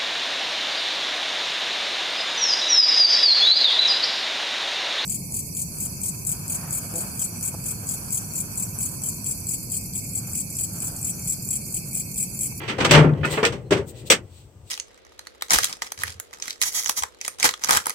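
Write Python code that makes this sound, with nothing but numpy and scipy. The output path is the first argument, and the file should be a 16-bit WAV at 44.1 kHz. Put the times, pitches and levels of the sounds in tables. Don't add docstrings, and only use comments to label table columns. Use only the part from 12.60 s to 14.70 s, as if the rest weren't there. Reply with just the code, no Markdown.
import sys
import numpy as np
from scipy import signal
from scipy.fft import rfft, irfft
from scipy.io import wavfile
from scipy.ndimage import uniform_filter1d

SR = 44100
rng = np.random.default_rng(int(sys.argv[2]) if len(sys.argv) > 2 else 0)


def dump(signal):
    limited = np.clip(np.atleast_2d(signal).T, -1, 1)
    pcm = np.round(limited * 32767).astype(np.int16)
    wavfile.write(sys.argv[1], SR, pcm)


N = 92610
T = np.arange(N) / SR
FREQ_HZ = np.maximum(np.arange(N // 2 + 1) * SR / N, 1)
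BAND_HZ = 31.25 * 2 ** np.arange(0, 9.1, .5)


def undb(db):
    return 10 ** (np.asarray(db) / 20)


def lookup(table, hz, column=1):
    table = np.array(table, float)
    return np.interp(np.log(hz), np.log(table[:, 0]), table[:, column])


def fade(t, t60_s):
    return np.exp(-np.log(1000) * t / np.maximum(t60_s, .005))


def wander(smooth_s):
    drift = uniform_filter1d(rng.standard_normal(N), max(int(smooth_s * SR), 1))
    return drift / drift.std()


def bell(centre_s, width_s):
    return np.exp(-.5 * ((T - centre_s) / width_s) ** 2)


def tint(bands, db):
    return np.tensordot(undb(db), bands, 1)


# frequency in Hz, likeness of left and right from 0 to 1.
STEREO_LIKENESS = [(130, .96), (400, .92), (700, .65), (1400, .12), (5000, .02)]


def noise_bands():
    alike = np.clip(lookup(STEREO_LIKENESS, FREQ_HZ), 0, 1)
    mid, side = rfft(rng.standard_normal((2, N)))
    pair = mid * np.sqrt(1 + alike) + np.array([[1], [-1]]) * side * np.sqrt(1 - alike)
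    half_octaves = 2 * np.log2(FREQ_HZ / BAND_HZ[:, None])
    shapes = np.cos(np.pi / 2 * np.clip(half_octaves, -1, 1)) ** 2
    bands = irfft(pair * shapes[:, None], N)
    return bands / np.sqrt(2 * np.mean(bands ** 2, axis=(1, 2), keepdims=True))


def mode_ring(modes, t, t60_s, scatter=.004, half_t60_hz=8900):
    out = 0
    for hz, db in modes:
        phases = (1 - lookup(STEREO_LIKENESS, hz)) * rng.uniform(-np.pi, np.pi, (2, 1))
        pitch_hz = hz * (1 + scatter * rng.standard_normal())
        decay = fade(t, t60_s / (1 + hz / half_t60_hz))
        out = out + undb(db) * decay * np.sin(2 * np.pi * pitch_hz * t + phases)
    return out


# frequency in Hz, octave level in dB, base t60 in seconds.
SHEET_STEEL = [(40, -38.5, 0.32), (81, -13.5, 0.33), (171, -7, 0.42), (450.6, 1, 0.3), (800, -11.5, 0.32),
               (1120, -6, 0.3), (2245, -3, 0.22), (4270, -1, 0.18), (7750, -5.5, 0.2), (15000, -8.5, 0.16)]


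def sheet_ring(bands, t, db, t60_factor):
    decay = fade(t, t60_factor * lookup(SHEET_STEEL, BAND_HZ, column=2)[:, None])
    return np.einsum("bcn,bn->cn", bands, decay * undb(db)[:, None])


# frequency in Hz, octave level in dB.
GARAGE_SPECTRUM = [(30, -88.5), (60, -57.5), (100, -46.5), (200, -65), (700, -64.5), (1800, -74),
                   (6000, -71), (15000, -66)]


def garage():
    return tint(noise_bands(), lookup(GARAGE_SPECTRUM, BAND_HZ))


# frequency in Hz, octave level in dB.
RUB_SPECTRUM = [(300, -34), (1500, -14), (3500, 9.5), (5500, -4.5), (8000, 0), (15000, -5.5)]
# centre in seconds, level in dB, half width in seconds, tilt in dB per octave.
RUBS = [(0.726, -40, 0.015, 6), (0.764, -44.5, 0.037, 1), (1.294, -55, 0.015, 12), (1.39, -55, 0.028, 4),
        (1.476, -47.5, 0.011, 5.5), (1.775, -62, 0.052, 4.5), (2.091, -60.5, 0.02, 5)]


def brushing():
    bands, octaves = noise_bands(), np.log2(BAND_HZ / 4500)
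    return sum(tint(bands, db + lookup(RUB_SPECTRUM, BAND_HZ) + tilt * octaves) * bell(centre_s, width_s)
               for centre_s, db, width_s, tilt in RUBS)


# centre in seconds, pitch in Hz, level in dB, half width in seconds. The first row is a faint tick.
THIN_TONES = [(.538, 3333, -44.5, .002), (1.072, 4160, -62, 0.014), (1.96, 1211, -70, 0.089)]


def squeaks():
    return sum(undb(db) * bell(centre_s, width_s) * np.sin(2 * np.pi * hz * T + wander(width_s / 2))
               for centre_s, hz, db, width_s in THIN_TONES)


# time in seconds, scrape level in dB, rumble level in dB.
DRAWER_TRAVEL = [(0, -35, -41), (0.158, -40.5, -35.5), (.29, -36, -26), (.50, -59.5, -30.5),
                 (.61, -44, -28.5), (.70, -35, -41), (0.731, -27.5, -22), (.77, -34.5, -48),
                 (.93, -54, -30.5), (1.03, -61, -37.5), (1.10, -68, -39.5), (1.222, -80, -29.5),
                 (1.271, -59.5, -41.5), (1.60, -60.5, -39), (1.741, -71, -57.5), (2.1, -82.5, -58)]
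# frequency in Hz, relative octave level in dB.
SCRAPE_SPECTRUM = [(100, -24), (400, 3.5), (1000, -2.5), (2500, 6), (5000, -6), (8000, -15), (15000, -8)]
RUMBLE_SPECTRUM = [(30, -35), (60, -19.5), (100, 1.5), (150, -2.5), (230, -17), (430, -2), (700, -20.5),
                   (3000, -49.5)]


def sliding(slips_per_s=460, spread_db=4):
    times_s, scrape_db, rumble_db = np.array(DRAWER_TRAVEL).T
    bands, t = noise_bands(), T[:SR // 5]
    slips = (rng.random(N) < slips_per_s / SR) * rng.choice([-1, 1], N)
    slips = slips * undb(spread_db * rng.standard_normal(N))
    drive = slips / slips.std() * undb(np.interp(T, times_s, scrape_db))
    ring = sheet_ring(bands[:, :, :len(t)], t, lookup(SCRAPE_SPECTRUM, BAND_HZ), t60_factor=0.62)
    ring /= np.sqrt(np.sum(ring ** 2) / 2)
    scrape = signal.fftconvolve(drive[None], ring, axes=1)[:, :N]
    rumble = tint(bands, lookup(RUMBLE_SPECTRUM, BAND_HZ)) * undb(np.interp(T, times_s, rumble_db))
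    return scrape + rumble


def clink(modes, start_s, db, t60_s):
    return undb(db) * (T > start_s) * mode_ring(modes, np.abs(T - start_s), t60_s)


# frequency in Hz, level in dB.
SCREWDRIVER_MODES = [(1230, -4), (1420, 0), (1790, 0), (2540, -2)]
# start in seconds, level in dB.
TOOL_CLINKS = [(0.633, -28), (.648, -18), (.777, -23.5), (0.84, -17.5), (0.863, -25)]


def loose_tools(t60_s=0.096, hops=9, first_s=.35, last_s=0.6, hop_db=-16.5, rattle_t60_s=0.4):
    out = sum(clink(SCREWDRIVER_MODES, start_s, db, t60_s) for start_s, db in TOOL_CLINKS)
    for start_s, size in rng.uniform((first_s, 1), (last_s, 1.5), size=(hops, 2)):
        modes = [(hz / size, db) for hz, db in SCREWDRIVER_MODES]
        out += clink(modes, start_s, hop_db, t60_s) * fade(start_s - first_s, rattle_t60_s)
    return out


# start in seconds, pitch in Hz, level in dB, t60 in seconds.
FLOOR_KNOCKS = [(.312, 588.2, -15, 0.31), (0.782, 428.3, -18.5, 0.15), (.829, 435, -8, 0.051),
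                (.830, 668, -19, 0.078), (0.861, 467, -16, 0.11), (1.109, 169, -21, 0.26),
                (1.109, 343, -18, 0.061), (1.119, 388, -1, 0.049), (1.121, 596, -17.5, 0.11),
                (1.16, 362, -15, 0.059), (1.192, 401, -19, 0.094), (1.502, 466.5, -13, 0.11),
                (1.503, 542.6, -12, 0.094)]


def knocks(rise_s=0.0014):
    out = np.zeros(N)
    for start_s, hz, db, t60_s in FLOOR_KNOCKS:
        t = np.maximum(T - start_s, 0)
        envelope = (1 - np.exp(-t / rise_s)) * fade(t, t60_s)
        out += undb(db) * np.sqrt(2) * envelope * np.sin(2 * np.pi * hz * t)
    return out


# time in seconds, level in dB.
BOOM_ENVELOPE = [(0.309, -20), (0.343, -13.5), (0.406, -10), (.45, -16), (0.532, -17), (.56, -36),
                 (0.619, -29), (.74, -32), (.82, -39)]


def cabinet_boom(main_hz=151, under_hz=135, under_db=-9, drift_hz=1.2, drift_s=0.039):
    times_s, db = np.array(BOOM_ENVELOPE).T
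    envelope = undb(np.interp(T, times_s, db, left=-np.inf, right=-np.inf))
    main, under = (np.sin(2 * np.pi * np.cumsum(hz + drift_hz * wander(drift_s)) / SR)
                   for hz in (main_hz, under_hz))
    return np.sqrt(2) * envelope * (main + undb(under_db) * under)


# frequency in Hz, level in dB.
RUNNER_MODES = [(1276, -3), (2122, 1), (2365, 1), (2668, -2), (3014, -4), (3330, 1), (3466, 2), (4721, -4),
                (5656, 1), (5940, 0), (7840, 0), (8299, -2)]


def clack():
    return clink(RUNNER_MODES, start_s=1.501, db=-16, t60_s=.11)


# frequency in Hz, level in dB.
PANEL_MODES = [(264, -5), (331, -1), (396, 0), (678, -4), (808, 0), (909, 2), (996, -4), (1140, -2),
               (1219, 0), (1378, -5)]
FORCE_HZ = [140, 750, 2300, 9000]
# start in seconds, boom, body, clang and tick levels in dB, rise in seconds, t60 factor.
BLOWS = [ (.076, -30.5, -29.5, -17, -34.5, 0.028, 0.82), (.181, -35, -27, -32, -45, 0.007, 2),
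         (0.202, -26.5, -24, -19.5, -35.5, 0.01, 0.58), (.245, -36, -18.5, -14.5, -22, 0.0066, 0.48),
         (0.29, -35, -54, -18.5, -45.5, 0.012, 0.77), (.310, -21, -15.5, -12.5, -15.5, 0.0005, 0.71),
         (0.335, -43, -12, -15.5, -39, 0.0013, 1.22), (0.345, -32, -18.5, -15.5, -33, 0.0055, 0.92),
         (0.376, -12, -22.5, -31, -42.5, 0.0024, 0.96), (.440, -16.5, -28, -49.5, -97, 0.0048, 1.03),
         (.631, -30, -30, -21, -59, 0.0127, 0.73), (0.651, -45, -38, -46.5, -34, 0.0014, 0.78),
         (.772, -36, -24, -24, -69, 0.00355, 0.79), (.829, -30, -20, -21, -36, 0.0022, 0.63),
         (.850, -55, -47.5, -17, -24, 0.0014, 0.6), (.920, -34, -38, -38, -45, 0.0062, 0.92),
         (1.107, -29, -25.5, -27.5, -32.5, 0.0025, 0.85), (1.120, -22, -25, -19.5, -34, 0.0053, 0.56),
         (1.164, -24, -37, -33.5, -42.5, 0.018, 0.74), (1.500, -26.5, -23.5, -13, -8.5, 0.003, 0.53),
         (1.516, -31, -29, -14, -19.5, .002, 0.52)]


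def strikes(panel_db=-11, panel_t60_s=0.33, runner_db=-16, runner_t60_s=0.28):
    out, bands = np.zeros((2, N)), noise_bands()
    parts = (PANEL_MODES, panel_db, panel_t60_s), (RUNNER_MODES, runner_db, runner_t60_s)
    for start_s, *force_db, rise_s, t60_factor in BLOWS:
        i = int(start_s * SR)
        t = T[:min(N - i, SR // 2)]
        force = list(zip(FORCE_HZ, force_db))
        sheet_db = lookup(force, BAND_HZ) + lookup(SHEET_STEEL, BAND_HZ)
        blow = sheet_ring(bands[:, :, i:i + len(t)], t, sheet_db, t60_factor)
        for modes, part_db, t60_s in parts:
            driven = [(hz, db + part_db + lookup(force, hz)) for hz, db in modes]
            blow += mode_ring(driven, t, t60_s * t60_factor)
        attack = np.minimum(t / rise_s, 1)
        out[:, i:i + len(t)] += blow * attack * np.sqrt(2)
    return out


def scene():
    impacts = clack() + strikes() + knocks() + cabinet_boom() + loose_tools()
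    return impacts + sliding() + squeaks() + brushing() + garage()


# frequency in Hz, gain in dB.
SOUND_COLOUR = [(1800, -0.5), (3300, 0.42), (4000, -2), (5100, -1), (5800, 1.38), (7000, -2), (8100, 2.94),
                (9200, -7.5), (10200, -20), (11800, -9.5), (14000, -4.5), (16000, -6)]
# frequency in Hz, left minus right in dB.
MIC_BALANCE = [(300, 4), (700, 4.5), (1300, 0), (2400, -5.5), (4400, -0.5), (6500, 2.5), (8100, 16),
               (12000, 2)]


def record(dry, ceiling=0.9, top_hz=15900):
    db = lookup(SOUND_COLOUR, FREQ_HZ) + np.array([[.5], [-.5]]) * lookup(MIC_BALANCE, FREQ_HZ)
    coloured = irfft(rfft(dry) * undb(db), N)
    rounded = ceiling * np.tanh(coloured / ceiling)
    return signal.sosfilt(signal.ellip(8, .2, 70, top_hz, fs=SR, output="sos"), rounded)


dry = scene()
out = record(dry)
dump(out)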